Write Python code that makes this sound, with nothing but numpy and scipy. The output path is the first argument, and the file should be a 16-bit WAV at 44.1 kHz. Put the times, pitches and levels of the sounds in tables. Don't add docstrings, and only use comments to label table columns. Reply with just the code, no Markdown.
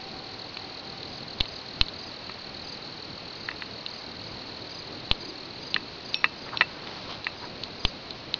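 import sys
import numpy as np
from scipy import signal
from scipy.fft import rfft, irfft
from scipy.io import wavfile

SR = 44100
rng = np.random.default_rng(int(sys.argv[2]) if len(sys.argv) > 2 else 0)


def dump(signal):
    limited = np.clip(np.atleast_2d(signal).T, -1, 1)
    pcm = np.round(limited * 32767).astype(np.int16)
    wavfile.write(sys.argv[1], SR, pcm)


N = 369999

# (frequency [Hz], relative density [dB])
AIR_SPECTRUM = [(20, -9.5), (50, -9.5), (90, -2), (115, 0), (200, -1.5), (320, -1), (500, -3.5),
                (900, -6.5), (1700, -11.5), (2600, -10), (3400, -12), (5400, -15)]
# (time [s], pitch [Hz], level [dB])
HOWL = [(0, 780, -47), (.2, 780, -54), (1.3, 786, -58), (2.0, 775, -60.5), (2.9, 766, -67)]
# (time [s], pitch [Hz], level [dB])
HOWL_LOW = [(0, 759, -51), (.3, 756, -58), (.55, 758, -57), (1.4, 752, -69)]
# (centre [s], length [s], level [dB], centre [Hz], width [oct])
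RUSTLES = [(5.3, .5, -47.5, 330, 0.24), (6.481, 0.068, -43.5, 900, 1.1), (6.545, 0.075, -37.5, 1040, 0.5),
           (6.85, 0.89, -46, 557, 1.43), (6.979, 0.49, -45, 4400, 0.47), (7.111, 0.18, -42.5, 940, 0.51),
           (7.119, 0.13, -39, 3500, 0.64), (7.44, .08, -39, 850, 0.71), (7.701, 0.69, -51.5, 420, 0.55)]
# (time [s], peak [dB], tilt [dB/oct])
SNAPS = [(0.5705, -21, -4), (1.0314, -24, 11), (1.404, -11.5, -2), (1.4077, -4.5, -0.5), (1.4554, -23.5, 1),
         (1.8123, -1, -2), (1.884, -21, 8), (3.863, -15.5, 0), (5.1131, -3, 1), (5.7433, -6.5, 2.5),
         (6.1436, -9.5, 5), (6.1463, -15.5, 8), (6.5722, -12.5, 6), (6.873, -22, 2), (7.245, -21.5, 14),
         (7.6355, -19, 25), (7.8509, -2.5, -1.5), (8.1067, -21, 20), (8.341, -8, 2.5)]
# (time [s], peak [dB], tilt [dB/oct])
KNOCKS = [(2.2954, -24.5, -4), (3.4880, -14.5, -3.5), (3.5143, -23, -2), (3.6219, -17, -2.5),
          (5.7631, -9, -0.5), (6.2428, 0, 1), (6.258, -24, -7), (6.4905, -29, -2), (6.6096, 0.5, 1.5),
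          (6.617, -13, -5), (6.6216, -15, 2), (7.2683, -10, 1)]
# (time [s], peak [dB])
CLINKS = [(6.1433, -22), (6.5723, -34)]
# (frequency [Hz], relative level [dB], t60 [s])
SNAP_MODES = [(940, -3.5, 0.0025), (2290, -14, 0.009), (2680, -11, 0.015), (2990, -7.5, 0.013),
              (3550, -3.5, 0.0083), (3980, -3.5, 0.0096), (4183, -4.5, 0.0096), (4690, -12, 0.0067),
              (5170, -23.5, 0.0072)]
KNOCK_MODES = [(627, -25, 0.013), (1040, -10.5, 0.013), (1272, -10.5, 0.018), (1820, -6, 0.019),
               (1950, -1.5, 0.014), (2460, -3.5, 0.012), (2665, -17.5, 0.085), (2800, -10, 0.019),
               (3640, -14, 0.016), (4140, -8.5, 0.01)]
CLINK_MODES = [(2595, -6, .2), (3505, -17, .14), (5483, 0, .2)]
# (frequency [Hz], relative density [dB])
CHORUS_SPECTRUM = [(3200, -33.5), (3750, -6), (4100, -5), (4450, -13.5), (4750, -4.5), (5100, -11),
                   (5500, -15)]
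# (last stroke [s], peak [dB])
CHIRPS = [(1.175, -40), (1.561, -38), (2.072, -36), (2.726, -35), (3.449, -41.5), (3.985, -39),
          (4.321, -41), (4.79, -34), (5.291, -34), (5.711, -35), (6.134, -34), (6.462, -39.5), (7.456, -39),
          (7.88, -33.5)]
TRILL_STARTS_S = [-.060, .981, 1.283, 1.388, 1.663, 1.941, 2.674, 3.106, 5.054, 5.632, 6.063, 6.19]
# (time [s], peak [dB])
TRILL_LEVEL = [(0, -36.5), (1.1, -35.5), (3.7, -36), (5.5, -38), (5.9, -41), (6.6, -43.5), (8.4, -45)]
# (frequency [Hz], gain [dB])
ROLL_OFF = [(4300, 0.5), (4900, -3.5), (5500, -4), (6100, -16), (6500, -24), (6900, -36.5), (7300, -60)]


def gain_of(db):
    return 10 ** (np.asarray(db) / 20)


def unit_rms(x):
    return x / np.sqrt(np.mean(x ** 2) + 1e-20)


def add(mix, start_s, sound):
    part = mix[max(round(start_s * SR), 0):][:len(sound)]
    part += sound[:len(part)]


def coloured(x, spectrum):
    points_hz, db = np.transpose(spectrum)
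    hz = np.fft.rfftfreq(len(x), 1 / SR)
    return irfft(rfft(x) * gain_of(np.interp(np.log(hz + 1), np.log(points_hz), db)), len(x))


def drift(rate_hz):
    hz = np.fft.rfftfreq(N, 1 / SR)
    lowpass = np.exp(-(hz / rate_hz) ** 2) * (hz > 0)
    return unit_rms(irfft(rfft(rng.standard_normal(N)) * lowpass, N))


def scattered(x, t60_s, wet_db):
    t = np.arange(SR // 2) / SR
    tail = rng.standard_normal(len(t)) * gain_of(-60 * t / t60_s) * (t > .004)
    return x + gain_of(wet_db) * signal.fftconvolve(x, tail / np.linalg.norm(tail))[:N]


def air(level_db=-40.5, lumps_db=1.5):
    wash = unit_rms(coloured(rng.standard_normal(N), AIR_SPECTRUM))
    bass = signal.sosfiltfilt(signal.butter(2, 500, fs=SR, output="sos"), wash)
    hiss = wash - bass
    return gain_of(level_db) * (hiss + bass * gain_of(lumps_db * drift(8.8)))


def howl(contour, waver=.005, fading_db=2):
    t = np.arange(N) / SR
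    times_s, hz, db = np.transpose(contour)
    pitch_hz = np.interp(t, times_s, hz) * (1 + waver * drift(13))
    level = gain_of(np.interp(t, times_s, db, right=-120) + fading_db * drift(6))
    tone = level * np.sin(2 * np.pi * np.cumsum(pitch_hz) / SR)
    return scattered(tone, t60_s=1.2, wet_db=-3)


def sleeve(grain_db=2.5):
    out = np.zeros(N)
    grain = gain_of(grain_db * drift(120))
    for centre_s, length_s, db, centre_hz, width_oct in RUSTLES:
        size = round(length_s * SR)
        offset_oct = np.log2((np.fft.rfftfreq(size, 1 / SR) + 1) / centre_hz)
        band = np.exp(-(offset_oct / width_oct) ** 2 / 2)
        brush = irfft(rfft(rng.standard_normal(size)) * band, size)
        add(out, centre_s - length_s / 2, gain_of(db) * unit_rms(brush) * np.hanning(size))
    return out * grain


def blow(modes, tilt_db_oct, detune, grit):
    t = np.arange(SR // 4) / SR
    ringing = np.zeros(len(t))
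    for hz, db, t60_s in modes:
        cycles = hz * (1 + detune * rng.standard_normal()) * t + rng.random()
        envelope = gain_of(db + tilt_db_oct * np.log2(hz) - 60 * t / t60_s)
        ringing += envelope * np.sin(2 * np.pi * cycles)
    ringing *= 1 - np.exp(-t / 0.00025)
    contact = grit * rng.standard_normal(len(t)) * np.exp(-t / 0.0083)
    return ringing / abs(ringing).max() + contact


def strap(thump_above_db=-5.5, thump_gain_db=-12, thump_rise_s=0.000097, thump_decay_s=0.0073):
    t = np.arange(SR // 4) / SR
    push = np.exp(-t / thump_rise_s) - np.exp(-t / thump_decay_s)
    case, thumps = np.zeros(N), np.zeros(N)
    for time_s, db, tilt_db_oct in SNAPS:
        add(case, time_s, gain_of(db) * blow(SNAP_MODES, tilt_db_oct, detune=0.0056, grit=0.031))
        if db > thump_above_db:
            add(thumps, time_s, gain_of(db + thump_gain_db) * push)
    for time_s, db in CLINKS:
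        add(case, time_s, gain_of(db) * blow(CLINK_MODES, tilt_db_oct=0, detune=0, grit=0))
    for time_s, db, tilt_db_oct in KNOCKS:
        add(case, time_s, gain_of(db) * blow(KNOCK_MODES, tilt_db_oct, detune=0.0087, grit=0.052))
    return scattered(case, t60_s=0.078, wet_db=-23) + thumps


def wing_stroke(length_s, top_hz, fall_hz, bend):
    progress = np.linspace(0, 1, round(length_s * SR))
    hz = top_hz * (1 + 0.0061 * rng.standard_normal()) - fall_hz * progress ** bend
    envelope = abs(np.sin(np.pi * progress ** 1.44)) ** 0.67
    return envelope * np.sin(2 * np.pi * (np.cumsum(hz) / SR + rng.random()))


def trill_times(start_s, gap_s):
    beats = np.where(np.arange(400) % 5 == 4, 2.1, 1) + .04 * rng.standard_normal(400)
    times_s = start_s + gap_s * np.cumsum(beats)
    return times_s[times_s < N / SR]


def far_crickets(trill_db=-51, chorus_db=-46, flutter_db=0.96, count=5):
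    trills = np.zeros(N)
    for slowness, pitch, lag in rng.uniform(-1, 1, (count, 3)):
        for time_s in trill_times(start_s=.02 * lag, gap_s=.027 * (1 + .15 * slowness)):
            add(trills, time_s, wing_stroke(0.01304, top_hz=4600 + 200 * pitch, fall_hz=700, bend=1.506))
    chorus = unit_rms(coloured(rng.standard_normal(N), CHORUS_SPECTRUM))
    chorus *= gain_of(flutter_db * drift(25))
    trills = unit_rms(scattered(trills, t60_s=0.33, wet_db=-10.5))
    return gain_of(trill_db) * trills + gain_of(chorus_db) * chorus


def chirping_cricket(strokes=3, gap_s=.039, growth_db_per_s=22):
    out = np.zeros(N)
    for last_s, db in CHIRPS:
        for early_s in gap_s * np.arange(strokes):
            stroke = wing_stroke(.024, top_hz=5010, fall_hz=520, bend=1.7)
            add(out, last_s - early_s - .011, gain_of(db - growth_db_per_s * early_s) * stroke)
    return scattered(out, t60_s=0.22, wet_db=-11)


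def near_cricket(run_s=.1518, strokes=5, gap_s=.0249, rest_s=.04, uneven_db=0.76, jitter_s=.0007):
    out = np.zeros(N)
    for start_s, end_s in zip(TRILL_STARTS_S, TRILL_STARTS_S[1:] + [N / SR]):
        runs_s = np.arange(start_s, end_s, run_s)
        times_s = (runs_s[:, None] + gap_s * np.arange(strokes)).ravel()
        for time_s in times_s[(times_s > 0) & (times_s < end_s - rest_s)]:
            force, lag = rng.standard_normal(2)
            db = np.interp(time_s, *np.transpose(TRILL_LEVEL)) + uneven_db * force
            stroke = wing_stroke(0.01294, top_hz=4680, fall_hz=1023, bend=2.03)
            add(out, time_s - .0075 + jitter_s * lag, gain_of(db) * stroke)
    return scattered(out, t60_s=.15, wet_db=-23.5)


def scene():
    crickets = near_cricket() + chirping_cricket() + far_crickets()
    return (air() + crickets + howl(HOWL) + howl(HOWL_LOW) + strap() + sleeve())[None]


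def record(dry):
    ceiling, band_hz, edge_hz = .72, 5600, 7480
    rounded = ceiling * np.tanh(dry[0] / ceiling)
    narrow = signal.fftconvolve(rounded, signal.firwin(101, band_hz, fs=SR), "same")
    sampled = 4 * narrow * (np.arange(N) % 4 == 0)
    soft = coloured(sampled, ROLL_OFF)
    edge_lowpass = signal.firwin(511, edge_hz, window=("kaiser", 9), fs=SR)
    return signal.fftconvolve(soft, edge_lowpass, "same")[None]


dry = scene()
out = record(dry)
dump(out)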